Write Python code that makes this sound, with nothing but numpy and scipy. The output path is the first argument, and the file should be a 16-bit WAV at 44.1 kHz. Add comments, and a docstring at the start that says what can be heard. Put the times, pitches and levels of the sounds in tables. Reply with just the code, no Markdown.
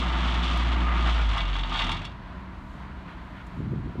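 """A hum near 58 Hz and a steel rattle: a vibrator shakes a dump truck's raised bed.
It runs down and stops near 2 s; as it slows, panels and tailgate break into separate clanks.
Cars roll past throughout, an engine drones, and the last soil scrapes down the bed.
A gust buffets the microphone at the end."""
import sys
import numpy as np
from scipy import signal
from scipy.fft import rfft, irfft, next_fast_len
from scipy.io import wavfile
from scipy.ndimage import map_coordinates

SR = 44100
rng = np.random.default_rng(int(sys.argv[2]) if len(sys.argv) > 2 else 0)


def transcribe(signal):
    """Save signal, clipped to [-1, 1], as a 16-bit WAV file at the path in sys.argv[1]."""
    frames = np.atleast_2d(signal).T
    limited = np.clip(frames, -1, 1)
    pcm = np.round(limited * 32767).astype(np.int16)
    wavfile.write(sys.argv[1], SR, pcm)


N = 176400

# vibrator run-down: time_s, speed_hz, hum_db
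VIBRATOR_RUN = [(0.0, 59.84, -28), (0.19, 58.51, -25.5), (0.77, 58.73, -24), (1.15, 57.04, -22.5),
                (1.33, 51.13, -23), (1.39, 47.73, -33), (1.43, 47.3, -26.5), (1.61, 44.97, -27.5),
                (1.77, 41.05, -33.5), (1.85, 40.9, -28.5), (1.92, 39.76, -33), (2.02, 39.94, -41.5),
                (2.06, 39.37, -60)]
# hum overtones: harmonic, gain_db
HUM_OVERTONES = [(2, -25.5), (3, -22.5), (4, -27.5), (5, -29)]
# panel rattle, tailgate rattle, bed boom envelopes: time_s, gain_db
PANEL_ENVELOPE = [(0.0, -33.5), (0.84, -34), (0.98, -31.5), (1.04, -34.5), (1.08, -27.5), (1.14, -37),
                  (1.2, -33), (1.26, -39.5), (1.36, -30), (1.46, -38.5), (1.68, -39), (1.81, -31),
                  (1.95, -36), (2.06, -48)]
GATE_ENVELOPE = [(0.0, -34.5), (0.06, -40), (0.3, -35), (0.41, -38.5), (0.45, -32.5), (0.5, -36.5),
                 (0.92, -43.5), (1.08, -34), (1.27, -42), (1.37, -35.5), (1.46, -43), (1.69, -41),
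                 (1.79, -32), (2.06, -45.5)]
BOOM_ENVELOPE = [(0.0, -30), (0.03, -36), (1.1, -34.5), (1.15, -45.5), (1.69, -44), (1.94, -38.5),
                 (2.06, -52)]
# their spectra: freq_hz, gain_db
PANEL_SPECTRUM = [(300, -33), (480, -10), (680, -3.5), (900, -3.5), (1220, 1.5), (1550, -5), (2100, -7),
                  (2800, -11), (5000, -55)]
GATE_SPECTRUM = [(900, -35), (1800, -6.5), (2350, -3), (2800, 4), (3600, 2), (4900, -11.5), (7200, -20.5),
                 (9300, -30.5), (10500, -43), (15000, -55.5)]
BOOM_SPECTRUM = [(40, -31.5), (85, -6), (140, -5), (180, 3), (205, -2.5), (222, -18), (247, 4.5),
                 (275, -9.5), (335, -2.5), (430, -20), (700, -47)]
# steel modes: freq_hz, gain_db, t60_s
PANEL_MODES = [(679.6, -4, 0.18), (805, -4.5, 0.39), (907, 6, 0.18), (1105.6, 4.5, 0.15), (1209, 6, 0.18),
               (1347, -3, 0.16), (1800, -2.5, 0.12), (2019, -3, 0.29)]
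GATE_MODES = [(2252, -1.5, 0.2), (2771, 0.5, 0.2), (3286, 0.5, 0.15), (3377, 3.5, 0.14), (3537, 3, 0.087),
              (3593, 0.5, 0.13), (3747, -4.5, 0.23), (3900, -13, .15), (4450, -6.5, 0.14)]
LATCH_MODES = [(5290, -10.5, 0.071), (7600, -27, 0.057), (8580, -20, 0.075)]

# tyre noise, road rumble, hiss envelopes: time_s, level_db
TYRE_ENVELOPE = [(0, -40.5), (2.2, -47), (2.5, -48), (3.1, -46.5), (4, -49.5)]
RUMBLE_ENVELOPE = [(0, -40.5), (2.8, -42), (2.87, -39), (2.96, -42.5), (3.3, -42.5), (4, -41)]
HISS_ENVELOPE = [(2.5, -79), (2.73, -69.5), (2.9, -77.5), (3.5, -72), (4, -76.5)]
# tyre, rumble, tick and hiss spectra: freq_hz, gain_db
TYRE_SPECTRUM = [(200, -43), (350, -5), (440, -13.5), (670, -2), (800, -6.5), (980, 2.5), (1130, -3),
                 (1450, -4.5), (2000, -9), (2650, -15), (3300, -17.5), (4500, -24), (4900, -30.5),
                 (9300, -46.5), (15500, -57)]
RUMBLE_SPECTRUM = [(20, -38.5), (30, -16), (39, 0.5), (60, 3.5), (80, -3.5), (195, -8), (300, -11.5),
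                   (420, -23), (800, -56)]
TICK_SPECTRUM = [(3000, -1), (7000, -0.5), (10000, -8), (15000, -13)]
# engine drone: time_s, pitch_hz, level_db
ENGINE_RUN = [(1.9, 167.9, -51.5), (2.45, 186, -49), (2.7, 198.4, -46), (2.9, 193.4, -47),
              (3.1, 175.4, -52.5), (3.4, 187.7, -49.5), (3.6, 184, -47), (4, 184, -63)]
# engine orders: pitch_ratio, gain_db
ENGINE_ORDERS = [(1 / 3, 0.45), (1, 0), (3 / 2, -16)]
# close ticks: start_s, level_db
TICKS = [(0.574, -46), (3.468, -60)]

# panel resonance swells: centre_s, peak_db
SURGES = [(0.89, -31.5), (1.06, -34)]
# low bed modes: freq_hz, gain_db
BED_MODES = [(89, 5), (110, 1.5), (158, 1.5), (249, -6.5)]
# their envelope: time_s, gain_db
BED_ENVELOPE = [(1, -73), (1.35, -42), (1.65, -55.5), (1.8, -47), (1.96, -39.5), (2.06, -50)]
# tailgate, panel, latch impacts: start_s, peak_db
GATE_CLANKS = [(1.3806, -21.5), (1.4051, -23), (1.452, -31.5), (1.4874, -30), (1.5303, -28), (1.5523, -27),
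               (1.5932, -27), (1.6336, -25), (1.7129, -27.5), (1.7438, -22.5), (1.7573, -22.5),
               (1.7917, -17.5), (1.8187, -19), (1.8446, -26.5), (1.8815, -30), (1.8924, -21.5),
               (1.9164, -18), (1.9668, -29), (2.0501, -27.5)]
PANEL_BANGS = [(1.367, -24), (1.553, -27.5), (1.576, -36), (1.647, -27), (1.719, -24.5), (1.752, -21.5),
               (1.808, -22), (1.856, -29), (1.894, -21), (1.915, -28.5)]
LATCH_CLINKS = [(1.3774, -41), (1.8442, -37.5), (1.8924, -41), (1.9165, -34), (2.0502, -41.5)]
# their spectra: freq_hz, gain_db
CLANK_SPECTRUM = [(600, -29), (900, 8), (1600, 10.5), (3500, 16), (4800, -3), (7000, -13), (9500, -28),
                  (11000, -39)]
BANG_SPECTRUM = [(600, -24), (890, 10), (1150, 4.5), (1900, -1), (2800, -22)]
CLINK_SPECTRUM = [(3500, -22), (5300, 7), (9500, -9), (12000, -27)]

# soil scrapes: centre_s, level_db, half_width_s
SCRAPES = [(3.11, -48.5, 0.039), (3.397, -50, .045)]
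# soil and gust spectra: freq_hz, gain_db
SCRAPE_SPECTRUM = [(700, 0.5), (1500, 9.5), (3200, -0.5), (4500, -16), (9000, -36)]
GUST_SPECTRUM = [(22, -46), (45, -2.5), (120, 2.5), (200, -4), (330, -10), (500, -27.5), (900, -33.5),
                 (1800, -65)]
# gust envelope: time_s, level_db
GUST_ENVELOPE = [(3.3, -82), (3.56, -41), (3.61, -31), (3.69, -34), (3.745, -26.5), (3.82, -38),
                 (3.88, -31), (3.94, -47), (3.975, -34), (4, -18.5)]
# air slaps: centre_s, peak_db
AIR_SLAPS = [(3.605, -28), (3.735, -25), (3.957, -27.5)]

STOP_S, STOP_DB_PER_S = 2.056, 157
TIME_S = np.arange(N) / SR


def amp(db):
    """Decibels to gain."""
    return 10 ** (np.asarray(db) / 20)


def unit(x):
    """Scale to rms 1."""
    return x / np.sqrt(np.mean(x ** 2) + 1e-20)


def curves(rows):
    """Per-sample curve for each column after time_s."""
    times_s, *columns = np.transpose(rows)
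    return [np.interp(TIME_S, times_s, column) for column in columns]


def wobble(rate_hz):
    """Smooth random curve, rate_hz knots a second."""
    knots = rng.standard_normal(int(N * rate_hz / SR) + 4)
    return map_coordinates(knots, [TIME_S * rate_hz])


def noise(spectrum, size=N):
    """Shaped noise, rms 1, rolling off above the last point."""
    n_fft = next_fast_len(size + 8192)
    hz, db = np.transpose(spectrum)
    bins_hz = np.fft.rfftfreq(n_fft, 1 / SR)
    gain = amp(np.interp(np.log(bins_hz + 1), np.log(hz + 1), db))
    gain /= np.maximum(bins_hz / hz[-1], 1) ** 2
    return unit(irfft(rfft(rng.standard_normal(n_fft)) * gain, n_fft)[:size])


def shake_gain(level_db):
    """Gain of a shaken part, fading once the vibrator stops."""
    return amp(level_db - STOP_DB_PER_S * np.maximum(TIME_S - STOP_S, 0))


def vibrator_hum(speed_hz, hum_db):
    """The spinning weight hums through the bed, one cycle a turn."""
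    turns = np.cumsum(speed_hz) / SR
    hum = np.sin(2 * np.pi * turns)
    for harmonic, db in HUM_OVERTONES:
        gain = amp(db + 3.4 * wobble(7.96))
        hum += gain * np.sin(2 * np.pi * (harmonic * turns + rng.random() + 0.083 * wobble(12)))
    return np.sqrt(2) * hum * shake_gain(hum_db)


def steel_ring(spectrum, modes, t60_s, modes_db, attack_s=0.0003):
    """One steel contact: a short noise crash over ringing modes."""
    t = np.arange(SR // 3) / SR
    crash = noise(spectrum, size=len(t)) * amp(-60 * t / t60_s)
    tones = 0
    for hz, db, mode_t60_s in modes:
        decay = amp(db + 2 * rng.standard_normal() - 60 * t / mode_t60_s)
        detuned_hz = hz * (1 + rng.normal(0, 0.0024))
        tones += decay * np.sin(2 * np.pi * (detuned_hz * t + rng.random()))
    return (crash + amp(modes_db) * tones) * (1 - np.exp(-(t / attack_s) ** 2))


def rattle(speed_hz, spectrum, modes, t60_s, modes_db, jitter_turns, per_turn):
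    """Loose steel hits per_turn times a turn, spread over contacts that each ring differently."""
    contacts, blows = 8, 1500
    timing, strength = rng.standard_normal((blows, 2)).T
    contact = rng.integers(contacts, size=blows)
    blow = np.arange(blows)
    turns = np.cumsum(speed_hz) / SR
    due_turns = blow / per_turn + jitter_turns * timing
    onset = np.interp(due_turns, turns, np.arange(N)).astype(int)
    slowness = (speed_hz.max() - speed_hz) / np.ptp(speed_hz)
    accent = amp(1.5 + 5 * slowness[onset])  # one blow a turn leads, more at low speed
    share = np.where(blow % per_turn == 0, accent, 1) / np.sqrt(accent ** 2 + per_turn - 1)
    force = share * amp(2 * np.clip(strength, -2, 2)) * (due_turns < turns[-1])
    out = np.zeros(N)
    for k in range(contacts):
        impulses = np.bincount(onset, force * (contact == k), N)
        out += signal.oaconvolve(impulses, steel_ring(spectrum, modes, t60_s, modes_db))[:N]
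    return unit(out)


def shaken_steel(speed_hz):
    """Panels and tailgate rattle in step with the vibrator; the bed booms."""
    panels = rattle(speed_hz, PANEL_SPECTRUM, PANEL_MODES,
                    t60_s=0.12, modes_db=-15, jitter_turns=0.0694, per_turn=3)
    gate = rattle(speed_hz, GATE_SPECTRUM, GATE_MODES,
                  t60_s=0.09, modes_db=-14, jitter_turns=0.1, per_turn=2)
    parts = [(panels, PANEL_ENVELOPE), (gate, GATE_ENVELOPE), (noise(BOOM_SPECTRUM), BOOM_ENVELOPE)]
    return amp(-1.5) * sum(part * shake_gain(curves(envelope)[0]) for part, envelope in parts)


def traffic():
    """Passing cars: tyre noise over low road rumble."""
    tyres = noise(TYRE_SPECTRUM) * amp(curves(TYRE_ENVELOPE)[0] + 0.84 * wobble(9.3))
    rumble = noise(RUMBLE_SPECTRUM) * amp(curves(RUMBLE_ENVELOPE)[0] + 0.36 * wobble(6.042))
    return tyres + rumble


def engine():
    """An engine drones on three wavering orders."""
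    pitch_hz, level_db = curves(ENGINE_RUN)
    cycles = np.cumsum(pitch_hz) / SR
    drone = np.zeros(N)
    for ratio, db in ENGINE_ORDERS:
        gain = amp(level_db + db + 2.2 * wobble(8))
        drone += gain * np.sin(2 * np.pi * (ratio * cycles + 0.11 * wobble(11)))
    return np.sqrt(2) * drone


def ticks_and_hiss(t60_s=0.034):
    """Faint dry ticks close by, over a thin hiss that comes and goes."""
    ticks = sum((TIME_S >= s) * amp(db - 60 * np.abs(TIME_S - s) / t60_s) for s, db in TICKS)
    return noise(TICK_SPECTRUM) * (ticks + amp(curves(HISS_ENVELOPE)[0] + wobble(18)))


def panel_surges(pitch_hz=1220, half_width_s=0.061):
    """A loose panel, driven into resonance, sings in short swells."""
    swell = sum(amp(db) * np.exp(-((TIME_S - s) / half_width_s) ** 2) for s, db in SURGES)
    return swell * np.sin(2 * np.pi * (pitch_hz * TIME_S + 0.14 * wobble(90)))


def bed_drum():
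    """The emptying bed drums on its low modes as the shaking slows."""
    drum = np.zeros(N)
    for hz, db in BED_MODES:
        gain = amp(db + 0.62 * wobble(4.7))
        drum += gain * np.sin(2 * np.pi * (hz * TIME_S + 0.29 * wobble(8)))
    return drum * shake_gain(curves(BED_ENVELOPE)[0])


def strikes(impacts, spectrum, modes, t60_s, modes_db):
    """A fresh steel ring per impact."""
    out = np.zeros(N + SR)
    for start_s, peak_db in impacts:
        blow = steel_ring(spectrum, modes, t60_s, modes_db)
        out[round(start_s * SR):][:len(blow)] += amp(peak_db) * blow / np.abs(blow).max()
    return out[:N]


def clanks():
    """The tailgate slams its frame, the panels bang hollowly, the latch clinks."""
    gate = strikes(GATE_CLANKS, CLANK_SPECTRUM, GATE_MODES, t60_s=0.065, modes_db=-7.5)
    panels = strikes(PANEL_BANGS, BANG_SPECTRUM, PANEL_MODES, t60_s=0.05, modes_db=-11)
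    latch = strikes(LATCH_CLINKS, CLINK_SPECTRUM, LATCH_MODES, t60_s=0.034, modes_db=8)
    return gate + panels + latch


def soil():
    """The last soil scrapes down the bed in soft, gritty swells."""
    swell = sum(amp(db) * np.exp(-((TIME_S - s) / half_s) ** 2) for s, db, half_s in SCRAPES)
    return noise(SCRAPE_SPECTRUM) * swell * amp(3 * wobble(150))


def wind(slap_hz=335):
    """A gust hits the microphone in lumps, with single slaps of air."""
    lumps_db = 2 * wobble(60)
    gust = noise(GUST_SPECTRUM) * amp(curves(GUST_ENVELOPE)[0] + lumps_db)
    for centre_s, peak_db in AIR_SLAPS:
        cycles = slap_hz * (TIME_S - centre_s)
        gust += amp(peak_db) * np.cos(2 * np.pi * cycles) * np.exp(-(2 * cycles) ** 2)
    return gust


def scene():
    """Truck, soil, road and wind, mono."""
    speed_hz, hum_db = curves(VIBRATOR_RUN)
    truck = vibrator_hum(speed_hz, hum_db) + shaken_steel(speed_hz)
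    truck += panel_surges() + bed_drum() + clanks()
    return (truck + soil() + ticks_and_hiss() + traffic() + engine() + wind())[None]


def record(dry):
    """Brick-wall low-pass."""
    cutoff_hz = 15700
    n_fft = next_fast_len(N + SR // 2)
    passband = np.fft.rfftfreq(n_fft, 1 / SR) < cutoff_hz
    return irfft(rfft(dry, n_fft) * passband, n_fft)[..., :N]


dry = scene()
out = record(dry)
transcribe(out)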